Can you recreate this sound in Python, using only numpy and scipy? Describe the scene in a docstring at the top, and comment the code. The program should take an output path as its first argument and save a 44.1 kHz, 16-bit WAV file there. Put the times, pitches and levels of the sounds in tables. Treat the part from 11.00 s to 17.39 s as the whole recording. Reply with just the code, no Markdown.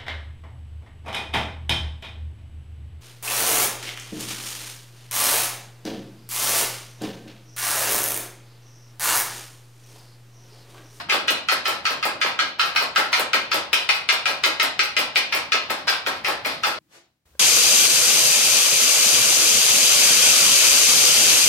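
"""A hockey stick sweeps a small hard ball from side to side on a concrete garage floor, near a microphone pair.
Each stroke is a sliding blade that slaps the concrete (struck modes plus noise) and taps the ball (knock and tick).
The bare garage answers with single echoes and a dense tail, over air hiss and distant traffic.
Near the end the play is cut off, and a quieter background follows, with a soft noise swish, a low hum
and one small knock."""
import sys
import numpy as np
from scipy import signal
from scipy.fft import rfft, irfft
from scipy.io import wavfile
from scipy.ndimage import uniform_filter1d, minimum_filter1d

SR = 44100
rng = np.random.default_rng(int(sys.argv[2]) if len(sys.argv) > 2 else 0)


def master_out(mix):
    """Clip the mix to full scale and print it as 16-bit PCM to the path in sys.argv[1]."""
    frames = np.transpose(np.atleast_2d(mix))
    ceiling = np.clip(frames, -1, 1)
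    pcm = np.round(ceiling * 32767).astype(np.int16)
    wavfile.write(sys.argv[1], SR, pcm)


N = 281969
LEAD = SR // 5  # samples kept ahead of the start, for a stroke already under way
VARIANTS = 5  # of the garage tail and echoes, used in turn so that strokes do not repeat


def amp(db):
    """Decibels to amplitude factor."""
    return 10 ** (np.asarray(db) / 20)


def peaked(x):
    """Scale to a peak of 1."""
    return x / np.abs(x).max()


def evened(x):
    """Scale to an RMS of 1."""
    return x / np.sqrt(np.mean(x ** 2) + 1e-20)


def read(points, hz):
    """Read a table of (pitch, value) along a logarithmic pitch axis."""
    f, value = np.transpose(points)
    return np.interp(np.log(hz + 1), np.log(f + 1), value)


def curve(rows):
    """Straight lines through (time, value), at every sample."""
    return np.interp(np.arange(N) / SR, *np.transpose(rows))


def add(mix, s, sound):
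    """Add a sound to the mix at s seconds, cut off at the end of the mix."""
    part = mix[..., LEAD + round(s * SR):][..., :sound.shape[-1]]
    part += sound[..., :part.shape[-1]]


def rings(hz, db, t60, sense=1):
    """Struck modes: a sum of exponentially dying sines."""
    t = np.arange(4096)[:, None] / SR
    level = amp(db - 60 * t / t60)
    return (sense * level * np.sin(2 * np.pi * hz * t)).sum(1)


def coloured(x, points):
    """Minimum-phase filter with the given spectrum, so nothing sounds before its cause."""
    log_gain = np.log(amp(read(points, np.abs(np.fft.fftfreq(1024, 1 / SR)))))
    response = np.fft.ifft(np.exp(np.conj(signal.hilbert(log_gain)))).real[:256]
    return np.convolve(x, response)[:len(x)]


# Likeness of left and right in the diffuse sound, wide in the middle pitches and mono at the top:
# pitch_hz, likeness (0 to 1)
LIKENESS = [(100, 0.99), (300, 0.91), (700, 0.43), (1500, 0.2), (5000, 0.06), (9000, 0.14), (12000, 1)]


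def paired(a, b, hz):
    """Left and right spectra that share this much."""
    same = np.clip(read(LIKENESS, hz), 0, 1)[:, None]
    return np.array([a, same * a + np.sqrt(1 - same ** 2) * b])


def hiss(points, size=1024):
    """Steady two-channel noise: random spectra, shaped, overlapped and set to an RMS of 1."""
    hz = np.fft.rfftfreq(size, 1 / SR)
    a, b, c, d = rng.standard_normal((4 * N // size + 5, len(hz), 4)).T
    z = paired(a + 1j * b, c + 1j * d, hz) * amp(read(points, hz))[:, None]
    noise = signal.istft(z, nperseg=size, noverlap=size * 3 // 4)[1]
    return evened(noise[:, :N])


# Where on the floor the blade lands, seen from the microphones: start_s, left_over_right_db, left_later_ms
FLOOR_SPOTS = [(0, -0.5, 0.038), (1.3, -3, 0.014), (1.6, -3, 0.15), (2.7, 1.9, 0.12), (4.15, 0.5, 0.13),
               (4.5, 0.5, 0.039), (5.7, -0.5, 0.027)]


def placed(s, sound):
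    """Level and arrival at the two microphones follow the spot on the floor; a third copy goes to the walls."""
    at, pan_db, later_ms = np.transpose(FLOOR_SPOTS)
    later = round(np.interp(s, at, later_ms) * SR / 1000)
    side = np.array([[.5], [-.5], [0]])
    return amp(side * np.interp(s, at, pan_db)) * np.array([np.roll(sound, later), sound, sound])


# Modes of blade and shaft: pitch_hz, level_db, t60_s
BLADE_MODES = [(324, -4.5, 0.015), (619, -15, 0.013), (880, -30, 0.012), (1076, -54, 0.016),
               (1300, 1, 0.024), (1636, -5, 0.035), (1800, -4.5, .02), (2110, 0.5, 0.015), (2430, 3, 0.016),
               (3130, 8, 0.004), (3260, 0, 0.0097), (3488, 4.5, 0.0032), (4238, -0.5, 0.014),
               (4858, -2, 0.0088), (5670, -2.5, 0.011), (5610, 4.5, 0.0026)]
# Crack of the blade edge: pitch_hz, level_db (per Hz)
EDGE_CRACK = [(1500, -26.5), (3000, 3), (5000, 20.5), (6500, -16.5), (9000, 18.5), (13000, -12.5),
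              (16000, -20)]
# Blade sliding on concrete: pitch_hz, level_db (per Hz)
SLIDE_COLOUR = [(250, -10.5), (800, 7.5), (2000, 6.5), (5000, -1), (6800, -16.5), (11000, -11),
                (16000, -14)]
LEAD_IN = 440  # samples of short soft noise before the slap
LEAD_IN_SHARE = .7  # of the sliding noise, just before the slap
DRAG_S, SLIDE_S = 0.0022, 0.07  # decay of the gritty drag; fall of the slide after the slap
UPPER_HZ, UPPER_DB, UPPER_OCTAVES = 3730, 3.5, 1.6  # the stiff upper modes that every blow wakes
CRACK_DB = -16  # crack of a middling blow
CHATTER_DB, CHATTER_S, CHATTER_PER_S = -17, 0.01, 400  # the blade skips on after landing
MIDDLING_DB, CLEANER, CRISPER = -8.5, 0.59, 0.54  # per dB above a middling blow: dB fewer skips, dB more crack


def slap(s, db, hz, slide_db):
    """A blow, a gritty drag and a few skips ring the modes near the strongest pitch; sliding noise surrounds it."""
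    f, mode_db, t60 = np.transpose(BLADE_MODES)
    chance, t = rng.standard_normal((4, 8192)), np.arange(8192) / SR
    bend, spread = rng.standard_normal((2, len(f)))

    grit = chance[0] * np.exp(-t / DRAG_S) * np.minimum(t / 0.00037, 1)
    z = rfft(.2 * grit + (np.arange(8192) == 15))
    # flatten the spectrum: the push holds all pitches about alike
    push = irfft(z / np.abs(z) ** .85) * (t < 6 * DRAG_S + .002)
    skips = chance[3] * (rng.random(8192) < CHATTER_PER_S / SR) * np.exp(-(t / CHATTER_S) ** 2)
    harder_db = db - MIDDLING_DB
    drive = push / np.linalg.norm(push) + amp(CHATTER_DB - CLEANER * harder_db) * skips

    near = np.exp(-(np.log2(f / hz) / .5) ** 2)
    near += amp(UPPER_DB) * np.exp(-(np.log2(f / UPPER_HZ) / UPPER_OCTAVES) ** 2)
    weight_db = 20 * np.log10(near + .3) + spread
    varied_hz = f * (1 + .012 * bend)  # each slap's modes vary a little in pitch, at random
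    modes = rings(varied_hz, mode_db + weight_db, t60, (-1) ** np.arange(len(f)))
    body = signal.fftconvolve(drive, modes)[:8192]
    body /= np.linalg.norm(body) / np.sqrt(.005 * SR)  # energy as if spread over 5 ms

    crack = amp(CRACK_DB + CRISPER * harder_db) * peaked(coloured(drive, EDGE_CRACK))
    blow = amp(db) * np.roll(body + crack, LEAD_IN)

    since = t - LEAD_IN / SR  # seconds since the slap
    swell = np.where(since < 0, LEAD_IN_SHARE * np.exp(since / 0.01), np.exp(-(since / SLIDE_S) ** 2))
    lumps = amp(7.8 * evened(uniform_filter1d(chance[2], 90)))  # rough patches of concrete
    sliding = amp(slide_db) * evened(coloured(chance[1] * lumps, SLIDE_COLOUR)) * swell
    return placed(s, blow + sliding)


# Blade landing on concrete, levels at the floor: start_s, blow_db, strongest_pitch_hz, slide_db
BLADE_SLAPS = [(-0.1, -39.5, 490, -33.0), (0.097, -13, 2400, -22), (0.281, -9.5, 2840, -25.5),
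               (0.486, -10, 1211, -25.5), (0.654, -16, 1280, -26), (0.853, -12.5, 1390, -27),
               (1.027, -17, 1320, -29), (1.214, -11, 1590, -26.5), (1.39, -9, 1410, -31.5),
               (1.595, -8.5, 1240, -24), (1.76, -10, 1290, -22), (1.96, -7.5, 1290, -23),
               (2.129, -8.5, 2230, -22), (2.332, -8, 2000, -29.5), (2.516, -13.5, 1200, -24),
               (2.73, -7, 2640, -24.5), (2.89, -6.5, 2476, -22.5), (3.089, -6, 2420, -25),
               (3.256, -11.5, 2260, -26.5), (3.437, -7, 1280, -26), (3.598, -9, 2110, -25.5),
               (3.792, -7, 2378, -26.5), (3.966, -9.5, 2560, -27), (4.157, -7, 2430, -26),
               (4.324, -14, 2410, -27), (4.52, -8.5, 1940, -27), (4.698, -20, 1630, -31),
               (4.879, -9.5, 1330, -25), (5.063, -18, 1620, -30.5), (5.246, -16.5, 2315, -26.5),
               (5.448, -20.5, 1973, -30.5), (5.635, -13, 1315, -26.5)]


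def play_slaps(strokes):
    """Give each slap to the next garage variant in turn, with its soft noise lead-in before the listed start."""
    for k, (s, *row) in enumerate(BLADE_SLAPS):
        add(strokes[k % VARIANTS], s - LEAD_IN / SR, slap(s, *row))


# Single echoes off the bare garage: delay_s, left_db, right_db, right_later_s
WALL_ECHOES = [(.002, -1.5, -0.5, .0002), (.0045, 2, -15, -0.0053), (0.01, -7, -2.5, 0.008),
               (0.0108, -2, -25.5, 0.014), (0.019, -18.5, -23, -0.017)]
# How long the garage rings: pitch_hz, t60_s
GARAGE_DECAY = [(200, 0.44), (600, 0.4), (1400, 0.35), (3700, 0.38), (9700, 0.19), (16000, 0.062)]
# Tail energy over the direct sound: pitch_hz, level_db
TAIL_LEVEL = [(200, 6.5), (700, 8), (2500, 7), (6000, 10), (10000, 6), (15000, -3)]
ECHO_HZ = 6500  # the single echoes are dull above this


def garage(x):
    """A few single echoes, then sparse taps of random sign that die band by band."""
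    size = SR * 3 // 5
    taps = np.zeros((2, size))
    at = np.arange(0, size - 20, 20) + rng.integers(0, 20, (2, (size - 1) // 20))
    np.put_along_axis(taps, at, rng.choice([-1., 1.], at.shape), 1)
    taps *= np.clip((np.arange(size) / SR - .004) / 0.0041, 0, 1)  # the tail builds up

    hz, t, z = signal.stft(taps, SR, nperseg=256)
    z = paired(*z, hz) * amp(-60 * t / read(GARAGE_DECAY, hz)[:, None])
    z *= (amp(read(TAIL_LEVEL, hz)) / np.linalg.norm(z[0], axis=1))[:, None]
    tail = signal.istft(z, SR, nperseg=256)[1] / np.sqrt(128 ** 3 / 96)  # energy 1 at 0 dB

    early = np.zeros((2, SR // 20))
    for s, left_db, right_db, later in WALL_ECHOES:
        arrival_s = np.array([s, s + later]) + .0005 * rng.standard_normal()
        early[[0, 1], np.round(arrival_s * SR).astype(int)] += amp([left_db, right_db])
    early = signal.lfilter(*signal.butter(2, ECHO_HZ, fs=SR), early)
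    early[:, 0] = 1  # the direct sound

    wet = signal.fftconvolve(x[-1:], tail, axes=1)[:, :x.shape[1]]
    return wet + signal.fftconvolve(x[:2], early, axes=1)[:, :x.shape[1]]


# Air hiss: pitch_hz, level_db (per Hz)
AIR_COLOUR = [(200, -8.5), (400, -5.5), (1700, -7.5), (8000, -13.5), (12000, -18.5), (16000, -16.5)]
# Its level, stepping at the cut, fading, then changing again: start_s, level_db
AIR_LEVEL = [(0, -77), (5.78, -60), (5.8, -68.5), (6.25, -82), (6.258, -62.5), (6.39, -63.5)]


def air_hiss():
    """Shaped steady noise whose level follows a curve."""
    return amp(curve(AIR_LEVEL)) * hiss(AIR_COLOUR)


# Distant traffic: pitch_hz, level_db (per Hz)
TRAFFIC_COLOUR = [(20, -43.5), (40, -15.5), (58, -9), (73, -1.5), (95, -6), (150, -3), (250, -7),
                  (330, -5.5), (500, -54)]
# Its level, stepping at the cut, fading, then changing again: start_s, level_db
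TRAFFIC_LEVEL = [(0, -49), (5.78, -48), (5.8, -65), (6.25, -81), (6.26, -81), (6.39, -73)]


def distant_traffic():
    """Low shaped noise, in long frames so that the bass is finely resolved."""
    return amp(curve(TRAFFIC_LEVEL)) * hiss(TRAFFIC_COLOUR, size=4096)


# The hard ball's answer to a blow: pitch_hz, gain_db
BALL_TICK = [(4000, -14.5), (7500, 19.5), (11000, 19), (14500, 25), (16500, 14)]


def tap(db, hz, tick_db):
    """The ball gives a bright tick, a filtered impulse; the blade under it a hollow knock of its modes."""
    f, _, t60 = np.transpose(BLADE_MODES)
    knock = rings(f, -7.0 * np.log2(f / hz) ** 2, 1.38 * t60)  # rings longer than in a slap
    impulse = np.arange(4096) == 0
    return amp(db) * peaked(knock) + coloured(amp(tick_db) * impulse, BALL_TICK)


# Blade meeting ball, levels at the ball: start_s, knock_peak_db, knock_pitch_hz, tick_blow_db
BALL_TAPS = [(0.144, -7, 790, -24), (0.306, -8.5, 530, -17), (0.523, -7, 950, -18.5),
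             (0.682, -9.5, 926, -20), (0.907, -11.5, 853, -29), (1.054, -6, 1030, -20),
             (1.247, -5.5, 1086, -46), (1.421, -14.5, 568, -71), (1.658, -18.5, 875, -30),
             (1.824, -11, 861, -24.5), (1.981, -5, 857, -20.5), (2.196, -5, 864, -16),
             (2.345, -3.5, 910, -20), (2.544, -8, 614, -18.5), (2.734, -26, 1070, -14.5),
             (2.949, -33.5, 871, -26), (3.127, -9.5, 982, -19), (3.303, -12, 892, -30),
             (3.462, -8, 573, -18), (3.63, -11.5, 590, -15.5), (3.837, -49.5, 977, -23.5),
             (3.993, -9.5, 611, -18), (4.174, -10.5, 934, -17.5), (4.35, -12, 695, -20),
             (4.544, -7.5, 1090, -61), (4.705, -9.5, 740, -22.5), (4.899, -10.5, 937, -20.5),
             (5.072, -6.5, 1060, -24), (5.284, -5.5, 970, -22.5), (5.46, -11.5, 656, -24.5),
             (5.67, -9.5, 864, -22)]


def play_taps(strokes):
    """Place every tap midway between the microphones, giving each to the next garage variant in turn."""
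    for k, (s, *row) in enumerate(BALL_TAPS):
        add(strokes[(k + 3) % VARIANTS], s, tap(*row))


SHED_HZ = 280  # the slim blade radiates little below this
CUT_S = 5.79  # the play is silent from here on


def ball_play():
    """All slaps and taps with the garage's answers, cut off by a 3 ms fade, then thinned in the bass."""
    strokes = np.zeros((VARIANTS, 3, N + LEAD))
    play_slaps(strokes)
    play_taps(strokes)
    play = sum(garage(group) for group in strokes)[:, LEAD:]
    play *= np.clip((CUT_S - np.arange(N) / SR) / .003, 0, 1)
    return signal.sosfilt(signal.butter(3, SHED_HZ, "high", fs=SR, output="sos"), play)


# Colour of the swish: pitch_hz, level_db (per Hz)
SWISH_COLOUR = [(120, -30.5), (200, -19), (347, -10), (1560, -13), (1770, -12), (5630, -17.5), (6760, -19),
                (13100, -27), (16000, -33)]
SWISH_MIDDLE_S, SWISH_HALF_S, SWISH_DB = 5.945, 0.038, -57.5  # level before the garage


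def swish():
    """A short bell-shaped brush of noise, heard in the garage."""
    swell = np.exp(-((np.arange(N) / SR - SWISH_MIDDLE_S) / SWISH_HALF_S) ** 2)
    return garage(amp(SWISH_DB) * swell * hiss(SWISH_COLOUR))


HUM_HZ, HUM_DB, HUM_START_S = 63, -63, 6.257


def late_hum():
    """Noise through a narrow low resonance wavers like a hum; it sets in at once."""
    hum = signal.lfilter(*signal.iirpeak(HUM_HZ, 5.0, SR), rng.standard_normal(N))
    return amp(HUM_DB) * evened(hum) * (np.arange(N) / SR > HUM_START_S)


# The small knock: start_s, peak_db
SMALL_KNOCK = [(6.352, -41.5)]
# Its modes: pitch_hz, level_db, t60_s
SMALL_KNOCK_MODES = [(545, -7, 0.025), (1000, -12, 0.01), (1570, -16, 0.034)]


def small_knock():
    """A few short struck modes, dry and midway between the microphones."""
    knock = np.zeros(N + LEAD)
    for s, db in SMALL_KNOCK:
        add(knock, s, amp(db) * peaked(rings(*np.transpose(SMALL_KNOCK_MODES))))
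    return knock[LEAD:]


def scene():
    """The ball play, the swish and the small knock over the background."""
    background = air_hiss() + distant_traffic() + late_hum()
    return ball_play() + swish() + small_knock() + background


# Lean of the microphone pair: pitch_hz, left_over_right_db
PAIR_LEAN = [(60, 1), (200, 3), (700, 0), (2000, 0), (4500, 2.5), (9000, 0.5)]
# Phase by which left leads: pitch_hz, lead_rad
PAIR_LEAD = [(300, -1), (1290, 0.43), (2000, 1.22), (3600, 2.5), (5700, 7), (7000, 6.5)]
ALIKE_HZ = 500  # below this the lead shrinks towards zero, so both microphones fall into step
CEILING = .9  # of the peak limiter, ahead of the last two filters
PORT_HZ, EDGE_HZ = 44.5, 16100  # bass roll-off and upper band limit of the recorder


def record(dry):
    """Lean and spacing of the microphone pair, gain that dips on loud blows, a peak limiter, then the band limits."""
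    hz = np.fft.rfftfreq(2 * N, 1 / SR)
    side = np.array([[.5], [-.5]])
    lead = read(PAIR_LEAD, hz) * np.minimum(hz / ALIKE_HZ, 1)
    pair = amp(side * read(PAIR_LEAN, hz)) * np.exp(1j * (side - .5) * lead)
    heard = irfft(rfft(dry, 2 * N) * pair)[:, :N]

    # gain control: the sensed level jumps up with the sound and falls back steadily
    power_db = 10 * np.log10(abs(uniform_filter1d((heard ** 2).max(0), 88)) + 1e-12)
    fall = np.arange(N) * 58.0 / SR  # fall of the sensed level, 58 dB a second
    sensed_db = np.maximum.accumulate(power_db + fall) - fall
    over_db = np.maximum(sensed_db + 26.0, 0)  # above a threshold of -26 dB
    held = heard / amp(0.36 * uniform_filter1d(over_db, size=110))

    # limiter: the lowest gain needed nearby, smoothed
    room = minimum_filter1d(CEILING / np.maximum(np.abs(held).max(0), CEILING), size=133)
    held = held * uniform_filter1d(room, size=110)

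    held = signal.lfilter(*signal.butter(2, PORT_HZ, "high", fs=SR), held)
    band = signal.firwin(511, EDGE_HZ, window=("kaiser", 9), fs=SR)
    return signal.oaconvolve(held, band[None], "same")


dry = scene()
out = record(dry)
master_out(out)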